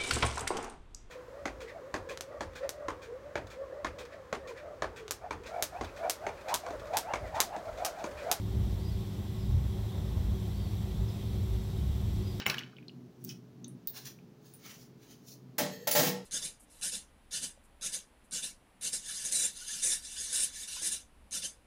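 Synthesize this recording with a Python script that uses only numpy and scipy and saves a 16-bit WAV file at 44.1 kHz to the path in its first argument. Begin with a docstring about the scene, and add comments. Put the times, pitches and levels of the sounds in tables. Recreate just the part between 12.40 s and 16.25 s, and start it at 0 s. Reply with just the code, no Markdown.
"""A steel spoon clinks through an iced drink in a last stir, knocks the mug and is lifted out; the ice
settles. Light ticks and soft shuffles follow over a refrigerator's hum. Then metal, probably the spoon,
strikes a steel sink, bounces and rattles to rest. Impacts excite damped modes and bursts of noise,
friction makes swelling noise, and a small kitchen, heard from close by, adds a short reverberation."""
import sys
import numpy as np
from scipy import signal
from scipy.fft import rfft, irfft
from scipy.io import wavfile
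from scipy.ndimage import uniform_filter1d

SR = 44100
rng = np.random.default_rng(int(sys.argv[2]) if len(sys.argv) > 2 else 0)


def wrap_up_sound(samples):
    """Save the sound to the file named by the first command line argument, as 16-bit audio."""
    columns = np.atleast_2d(samples).T
    # keep every value between -1 and 1, then stretch to whole-number steps
    tamed = np.clip(columns, -1, 1)
    steps = np.round(tamed * 32767).astype(np.int16)
    wavfile.write(sys.argv[1], SR, steps)


N = 169785
T = np.arange(N) / SR
EVENT_T = T[:int(.7 * SR)]  # time within one event [s]

# spoon against mug and ice (time [s], crack [dB], mug ring [dB], spoon ring [dB])
SPOON_KNOCKS = [(0.0, -35, -54, -58), (0.0642, -47, -19, -36), (0.0987, -24, -35, -35.5),
                (0.143, -35, -49, -64), (0.1818, -37.5, -42.5, -53), (0.191, -35.5, -66, -56)]
# modes of the filled mug and the hand-held spoon (frequency [Hz], level [dB], T60 [s])
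MUG_MODES = [(1180, -18.5, 0.02), (1650, -22.5, 0.034), (2126, -9.5, 0.059), (2253, 0, 0.02),
             (2940, -1.5, 0.023), (4730, -27.5, 0.019), (7000, -14.5, 0.028), (8400, -26, 0.044),
             (11500, -21, 0.039), (15400, -4.5, .015)]
SPOON_MODES = [(2650, 2, 0.077), (5520, -3, 0.092), (10130, -11, 0.094), (15040, -5, 0.087)]
# envelope of the stirring (time [s], level [dB])
STIR_ENVELOPE = [(0, -40), (.05, -54), (.08, -41), (.115, -37.5), (.16, -48.5), (.22, -48.5), (.28, -63),
                 (.38, -72.5), (.46, -73)]
# the knocked mug thumps on the counter (time [s], level [dB])
MUG_THUMPS = [(.068, -35.5), (.095, -43)]
# spectra of a crack, the churning ice and a thump (frequency [Hz], level [dB])
CRACK_SPECTRUM = [(25, -47), (150, -13), (700, -10), (1500, -5.5), (3000, 8.5), (6500, -2), (8600, -27),
                  (12000, -12), (14000, -20), (15500, -15)]
CHURN_SPECTRUM = [(25, -51), (90, -12), (130, 14), (420, 2), (800, -1.5), (2000, 8), (3200, 4),
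                  (6500, -7.5), (8500, -31.5), (15000, -40)]
THUMP_SPECTRUM = [(25, -44), (60, -24), (125, 1.5), (250, -4), (400, -7.5), (700, -9.5), (1200, -6.5),
                  (3000, -28)]
# cubes touching and drops falling (time [s], level [dB], pitch [Hz])
ICE_CLICKS = [(0.0195, -36, 2850), (0.0596, -30, 2830), (.081, -34, 5900), (.1445, -34.5, 1720),
              (0.1832, -28, 2940), (.2084, -40, 2000), (.235, -41, 3000), (0.3325, -54.5, 1320),
              (0.367, -46.5, 3000), (.385, -47, 2440), (0.4275, -55, 2500), (0.4826, -41.5, 4200),
              (.495, -47.5, 2870), (1.7885, -56, 2440)]
# modes of a cube (frequency [multiple of its pitch], level [dB])
CUBE_MODES = [(.94, -14), (1, 3), (1.09, -4), (1.22, -15)]

# blows on the sink (time [s], clash [dB], sheet wash [dB], basin ring [dB], boom [dB], cutlery [dB])
SINK_BLOWS = [(3.1815, -21, -30, -36.5, -50, -46.5), (3.207, -38, -39, -49.5, -33, -68),
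              (3.4712, -20, -40, -37.5, -51, -47), (3.511, -20, -43, -52, -63, -27),
              (3.551, -18, -32, -31.5, -41, -51), (3.664, -46, -41.5, -57, -33, -61)]
# starting levels of the rattle (clash [dB], sheet wash [dB], basin ring [dB], boom [dB], cutlery [dB])
RATTLE_LEVELS = (-22, -35.5, -39, -36.5, -66)
# modes of the basin, its low boom and the free cutlery (frequency [Hz], level [dB], T60 [s])
BASIN_MODES = [(484.9, -10, .7), (588.3, -1, .42), (640, -10, .2), (706, -5, .35), (742, -8, .3),
               (795, -11, .3), (854.6, -6, .45), (1040, -13, .3), (1351, -16, .4), (1839, -14, .45),
               (1862, -14, .45)]
BOOM_MODES = [(112, -16, .2), (155, -10, .25), (189.3, 0, .42), (270.7, -5, .3), (369.4, -9, .3)]
CUTLERY_MODES = [(4650, -15, .45), (5275, -16, .35), (7134, -13, .35), (10736, 0, .17), (10809, -5, .17),
                 (11219, -11, .2), (15008, -4, .22), (15323, -6, .22)]
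# spectra of the clash and the steel sheet's dense modes (frequency [Hz], level [dB])
CLASH_SPECTRUM = [(200, -34), (600, 4.5), (1300, -10), (1900, 0.5), (2700, -1.5), (6400, 1.5), (8200, -6.5),
                  (12000, -3.5), (13800, 0), (15200, 7.5)]
SHEET_SPECTRUM = [(80, -16), (170, 11), (400, 5), (650, 11), (1300, 3.5), (1900, 6.5), (2700, -1),
                  (6400, 0.5), (8200, -5), (12000, -1.5), (13800, -3), (15200, -17.5)]
# decay of the sheet (frequency [Hz], T60 [s])
SHEET_DECAY = [(200, 0.41), (2000, 0.36), (6500, 0.45), (9000, 0.25), (15000, 0.15)]
# envelope of metal sliding between blows (time [s], level [dB])
SLIDE_ENVELOPE = [(3.2, -62), (3.29, -59), (3.335, -46.5), (3.39, -56), (3.435, -53.5), (3.47, -57.5)]
# resonances of the slide (centre [Hz], width [Hz], level [dB])
SLIDE_BANDS = [(450, 100, 7), (1850, 220, 1), (2660, 220, -12.5), (3190, 160, -11), (4380, 320, -2),
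               (5360, 140, -11), (6540, 260, -2), (7480, 200, -8.5), (4000, 7800, -4.5), (12500, 2430, -4),
               (15100, 900, -5)]

# ticks (time [s], level [dB], centre [Hz], half-width [octaves], sizzle [dB], reverberation [dB])
LIGHT_TICKS = [(0.8414, -45.5, 10900, 0.23, -40, -16), (0.848, -46.5, 5900, 0.54, -33, -11),
               (0.8902, -39, 5650, 0.18, -54, -1.5), (.893, -53.5, 2680, 0.23, -66, 9),
               (1.2441, -42.5, 6200, 0.11, -69, -10.5), (1.2461, -48, 3600, 0.17, -65, -7.5),
               (1.281, -47, 9340, 0.19, -62, -3.5), (1.4729, -46, 4550, .25, -23, -1),
               (1.4788, -52.5, 3760, 0.12, -36, -4), (1.6548, -43.5, 5330, 0.69, -65, -5),
               (2.138, -50.5, 9680, 0.031, -49, 4)]
# shuffles (peak time [s], 20 dB rise [s], 20 dB fall [s], swish [dB], rub [dB])
SOFT_SHUFFLES = [(.9, 0.078, 0.063, -49.5, -68), (1.571, 0.033, 0.078, -40.5, -47),
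                 (1.673, 0.041, 0.078, -43, -53.5), (2.059, 0.051, 0.27, -61.5, -71.5),
                 (2.262, 0.059, 0.16, -51, -54), (2.305, 0.081, 0.097, -49, -55.5),
                 (2.431, 0.28, 0.067, -56, -68), (2.634, 0.054, 0.12, -60, -65.5),
                 (2.72, 0.075, 0.096, -53, -61.5), (2.884, 0.04, 0.09, -47.5, -99),
                 (2.925, 0.062, 0.049, -49, -80)]
# spectra of the bright swish and the lower rub (frequency [Hz], level [dB])
SWISH_SPECTRUM = [(800, -48), (2500, -13), (4000, -7.5), (5900, 1.5), (6800, -3.5), (8000, -14.5),
                  (9700, -8.5), (13500, -11), (15200, -1)]
RUB_SPECTRUM = [(300, -6), (800, -5), (1500, -1.5), (2500, -0.5), (4000, -1.5), (12000, -25)]

# steady tones of the refrigerator's motor (frequency [Hz], level [dB])
MOTOR_TONES = [(360.5, -72), (425.5, -69)]
# narrow noise bands of the refrigerator's hum (centre [Hz], half-width [Hz], level [dB], fall [dB/s])
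HUM_BANDS = [(128.5, 9.3, -57, 1), (180.2, 19, -58.5, 2.3), (241.9, 12.8, -59, 1.5), (281.3, 25, -65, 1),
             (357, 21, -62, 4.5)]
# envelope of the hum (time [s], gain [dB])
HUM_ENVELOPE = [(0, -16), (.25, 4.5), (.34, -10), (.41, 1.5), (.56, 2), (.69, 3), (.73, -10), (.88, 10),
                (1.1, -4), (1.32, 9), (1.46, -5), (1.62, -2), (1.89, 1.5), (2.0, -6.5), (2.38, -4),
                (2.8, -1.5), (3.1, 2.5), (3.85, -1.5)]
# spectrum of the ambient noise (frequency [Hz], level [dB])
AIR_SPECTRUM = [(20, -26), (50, -11.5), (85, -13), (130, 0.5), (300, -6.5), (500, -13.5), (1000, -21.5),
                (2000, -29), (6000, -33), (8500, -42.5), (15000, -39.5)]
# reverberation time of the kitchen (frequency [Hz], T60 [s])
ROOM_DECAY = [(150, 0.33), (1000, 0.16), (6000, 0.23), (10000, 0.093), (15000, 0.16)]


def stirred_drink(room_db=-12.5):
    """Impact excitation: each contact gives a burst of noise; mug, spoon and cubes ring in their modes."""
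    out = churning_ice()
    for start, crack_db, mug_db, spoon_db in SPOON_KNOCKS:
        crack = amp(crack_db) * burst(noise(CRACK_SPECTRUM), t60=0.023)
        add(out, start, crack + amp(mug_db) * ring(MUG_MODES) + amp(spoon_db) * ring(SPOON_MODES))
    for start, db in MUG_THUMPS:
        add(out, start, amp(db) * burst(noise(THUMP_SPECTRUM), t60=0.3))
    for start, db, hz in ICE_CLICKS:
        cube = ring([(hz * ratio, mode_db, 0.018) for ratio, mode_db in CUBE_MODES])
        chip = amp(-9.5) * burst(band(hz, octaves=0.45), t60=0.011)
        add(out, start, amp(db) * (cube + chip) * rise(seconds=0.00025))
    return out + amp(room_db) * reverberation(out)


def churning_ice(contacts_per_s=700, spread_db=2.5):
    """Shot noise: many small collisions at random times merge into a grainy churn."""
    impulses = (rng.random(N) < contacts_per_s / SR) * rng.choice([-1, 1], N)
    strengths = amp(spread_db * np.minimum(rng.exponential(size=N), 3))
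    grain = rng.standard_normal(len(EVENT_T)) * fade(t60=.02)
    churn = signal.fftconvolve(impulses * strengths, grain)[:N]
    return colour(churn, CHURN_SPECTRUM) * envelope(STIR_ENVELOPE, right=-120)


def steel_sink(shimmer_depth=0.5, room_db=-7):
    """Plate vibration: each blow excites the basin's sparse and dense modes, and the cutlery rings."""
    out, ringing = np.zeros(N), np.zeros(N)
    blows = SINK_BLOWS + rattle()
    sheet = wash(ripple(noise(SHEET_SPECTRUM), db=1.5, spacing_hz=128.6), SHEET_DECAY)
    for start, clash_db, sheet_db, basin_db, boom_db, cutlery_db in blows:
        clash = amp(clash_db) * burst(noise(CLASH_SPECTRUM), t60=0.13)
        boom = amp(boom_db) * ring(BOOM_MODES, scatter_db=2.5) * rise(seconds=0.0036)
        add(out, start, (clash + amp(sheet_db) * sheet + boom) * rise(seconds=0.002))
        basin = amp(basin_db) * ring(BASIN_MODES, scatter_db=1.5)
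        cutlery = amp(cutlery_db) * ring(CUTLERY_MODES, scatter_db=2)
        add(ringing, start, basin + cutlery)
    shimmer = 1 + shimmer_depth * flicker(seconds=0.011)  # the ring wavers as the metal shifts
    out += ringing * shimmer + sliding_metal()
    return out + amp(room_db) * reverberation(out)


def rattle(start_s=3.56, end_s=3.6887, bounces_per_s=110, fade_db=10, scatter_db=3):
    """Inelastic rebounds: quick, uneven blows lose energy. Returns rows like those of SINK_BLOWS."""
    blows = []
    for k, (jitter, strength) in enumerate(rng.uniform(-1, 1, (32, 2))):
        time = start_s + (k + jitter / 2) / bounces_per_s
        progress = (time - start_s) / (end_s - start_s)
        if progress < 1:
            levels = np.array(RATTLE_LEVELS) - fade_db * progress ** 2 + scatter_db * strength
            blows.append((time, *levels))
    return blows


def sliding_metal():
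    """Sliding friction drives the resonances of metal on the basin with noise."""
    scrape = sum(amp(db) * band(hz, np.log2(1 + width / hz / 2), N) for hz, width, db in SLIDE_BANDS)
    return unit(scrape) * envelope(SLIDE_ENVELOPE, left=-120, right=-120)


def ticks():
    """Brief, hard contacts excite high frequencies: a damped resonance and a very high sizzle."""
    out, to_room = np.zeros(N), np.zeros(N)
    for start, db, hz, octaves, sizzle_db, room_db in LIGHT_TICKS:
        sizzle = band(15150, octaves=.045) + amp(-14.5) * band(14500, octaves=0.38)
        tick = amp(db) * burst(band(hz, octaves), t60=0.029) + amp(sizzle_db) * burst(sizzle, t60=.012)
        add(out, start, tick)
        add(to_room, start, amp(room_db) * tick)
    return out + reverberation(to_room)


def shuffles(grain_db=1.0, surge_db=1.5, room_db=-11):
    """Friction noise: cloth or soles brush in grainy strokes that swell and die away."""
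    out = np.zeros(N)
    middle_s = EVENT_T.mean()
    from_peak = EVENT_T - middle_s
    for peak_s, rise_s, fall_s, swish_db, rub_db in SOFT_SHUFFLES:
        swell = amp(-20 * np.maximum(-from_peak / rise_s, from_peak / fall_s))
        swish = amp(swish_db) * ripple(noise(SWISH_SPECTRUM), db=3.5, spacing_hz=260)
        rub = amp(rub_db) * ripple(noise(RUB_SPECTRUM), db=4, spacing_hz=170)
        add(out, peak_s - middle_s, swell * (swish + rub))
    out *= unit(amp(grain_db * flicker(seconds=0.0015) + surge_db * flicker(seconds=0.02)))
    return out + amp(room_db) * reverberation(out)


def background(air_db=-59.5):
    """Narrow-band noise: the refrigerator's low, wavering hum, with its steady motor tones and dull air."""
    hum = sum(amp(db - fall * T) * band(hz, np.log2(1 + half_width / hz), N)
              for hz, half_width, db, fall in HUM_BANDS)
    motor = sum(amp(db) * unit(np.sin(2 * np.pi * hz * T)) for hz, db in MOTOR_TONES)
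    return hum * envelope(HUM_ENVELOPE) + motor + amp(air_db) * noise(AIR_SPECTRUM, N)


def reverberation(x, build_s=0.002):
    """Diffuse reflections: convolution with the kitchen's decaying response of unit energy."""
    build_up = 1 - np.exp(-(EVENT_T / build_s) ** 2)
    response = wash(rng.standard_normal(len(EVENT_T)), ROOM_DECAY) * build_up
    return signal.fftconvolve(x, response / np.sqrt(np.sum(response ** 2)))[:N]


def ring(modes, scatter_db=0):
    """Free vibration as a sum of damped sines; scatter varies level and sign, as the struck spot does."""
    out = np.zeros(len(EVENT_T))
    for hz, db, t60 in modes:
        strength, side = rng.standard_normal(2)
        gain = amp(db + scatter_db * strength) * (np.sign(side) if scatter_db else 1)
        out += gain * np.sin(2 * np.pi * hz * EVENT_T) * fade(t60)
    return out


def wash(x, decays):
    """Modal overlap: countless modes act as noise, each octave fading at its own rate."""
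    hz, t60 = np.array(decays, float).T
    log_centres = np.log(np.geomspace(125, 16000, 8))
    log_f, spectrum = np.log(frequencies(len(x))), rfft(x)
    out = np.zeros(len(x))
    for centre, weights in zip(log_centres, np.eye(len(log_centres))):
        octave = irfft(spectrum * np.interp(log_f, log_centres, weights), len(x))
        out += octave * fade(np.interp(centre, np.log(hz), t60))
    return out


def ripple(x, db, spacing_hz):
    """Interference: reflections from nearby surfaces cut random peaks and dips into a spectrum."""
    f = np.fft.rfftfreq(len(x), 1 / SR)
    heights = rng.standard_normal(512)
    gain = amp(db * np.interp(f / spacing_hz, np.arange(len(heights)), heights))
    return unit(irfft(rfft(x) * gain, len(x)))


def colour(x, points):
    """Filter by (frequency [Hz], level [dB]) points; rms 1."""
    hz, db = np.array(points, float).T
    gain = amp(np.interp(np.log(frequencies(len(x))), np.log(hz), db))
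    return unit(irfft(rfft(x) * gain, len(x)))


def noise(points, size=len(EVENT_T)):
    """Coloured noise, rms 1."""
    return colour(rng.standard_normal(size), points)


def band(hz, octaves, size=len(EVENT_T)):
    """Noise in one steep-sided band, rms 1."""
    detuning = np.log2(frequencies(size) / hz) / octaves
    return unit(irfft(rfft(rng.standard_normal(size)) / (1 + detuning ** 2 / 2) ** 2, size))


def burst(x, t60):
    """Noise decaying exponentially from level 1."""
    decay = fade(t60)
    return unit(x * decay) * np.sqrt(np.mean(decay ** 2))


def fade(t60):
    """Exponential damping: 60 dB in t60 seconds."""
    return np.exp(-np.log(1000) * EVENT_T / t60)


def rise(seconds):
    """Soft onset of a contact."""
    return 1 - np.exp(-EVENT_T / seconds)


def flicker(seconds):
    """Random wavering on a given time scale, rms 1."""
    size = int(seconds * SR)
    return unit(uniform_filter1d(uniform_filter1d(rng.standard_normal(N), size), size))


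def envelope(points, left=None, right=None):
    """Gain along (time [s], level [dB]) points; left and right are the levels outside them."""
    return amp(np.interp(T, *np.array(points).T, left=left, right=right))


def frequencies(size):
    """Frequency axis of a spectrum, at least 1 Hz."""
    return np.maximum(np.fft.rfftfreq(size, 1 / SR), 1)


def amp(db):
    """Decibels to gain."""
    return 10 ** (np.asarray(db) / 20)


def unit(x):
    """Scale to rms 1."""
    return x / np.sqrt(np.mean(x ** 2) + 1e-30)


def add(out, start_s, x):
    """Mix x into out from start_s."""
    i = min(max(int(start_s * SR), 0), N)
    out[i:i + len(x)] += x[:N - i]


def scene():
    """Superposition: the pressures of all sources add at one point."""
    return (background() + stirred_drink() + ticks() + shuffles() + steel_sink())[None]


def record(dry, low_cut_hz=50, top_hz=15800):
    """Band limiting: filters remove the deep bass and the highest treble."""
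    thin = signal.sosfilt(signal.butter(2, low_cut_hz, "high", fs=SR, output="sos"), dry)
    return signal.sosfilt(signal.ellip(10, .2, 70, top_hz, fs=SR, output="sos"), thin)


dry = scene()
out = record(dry)
wrap_up_sound(out)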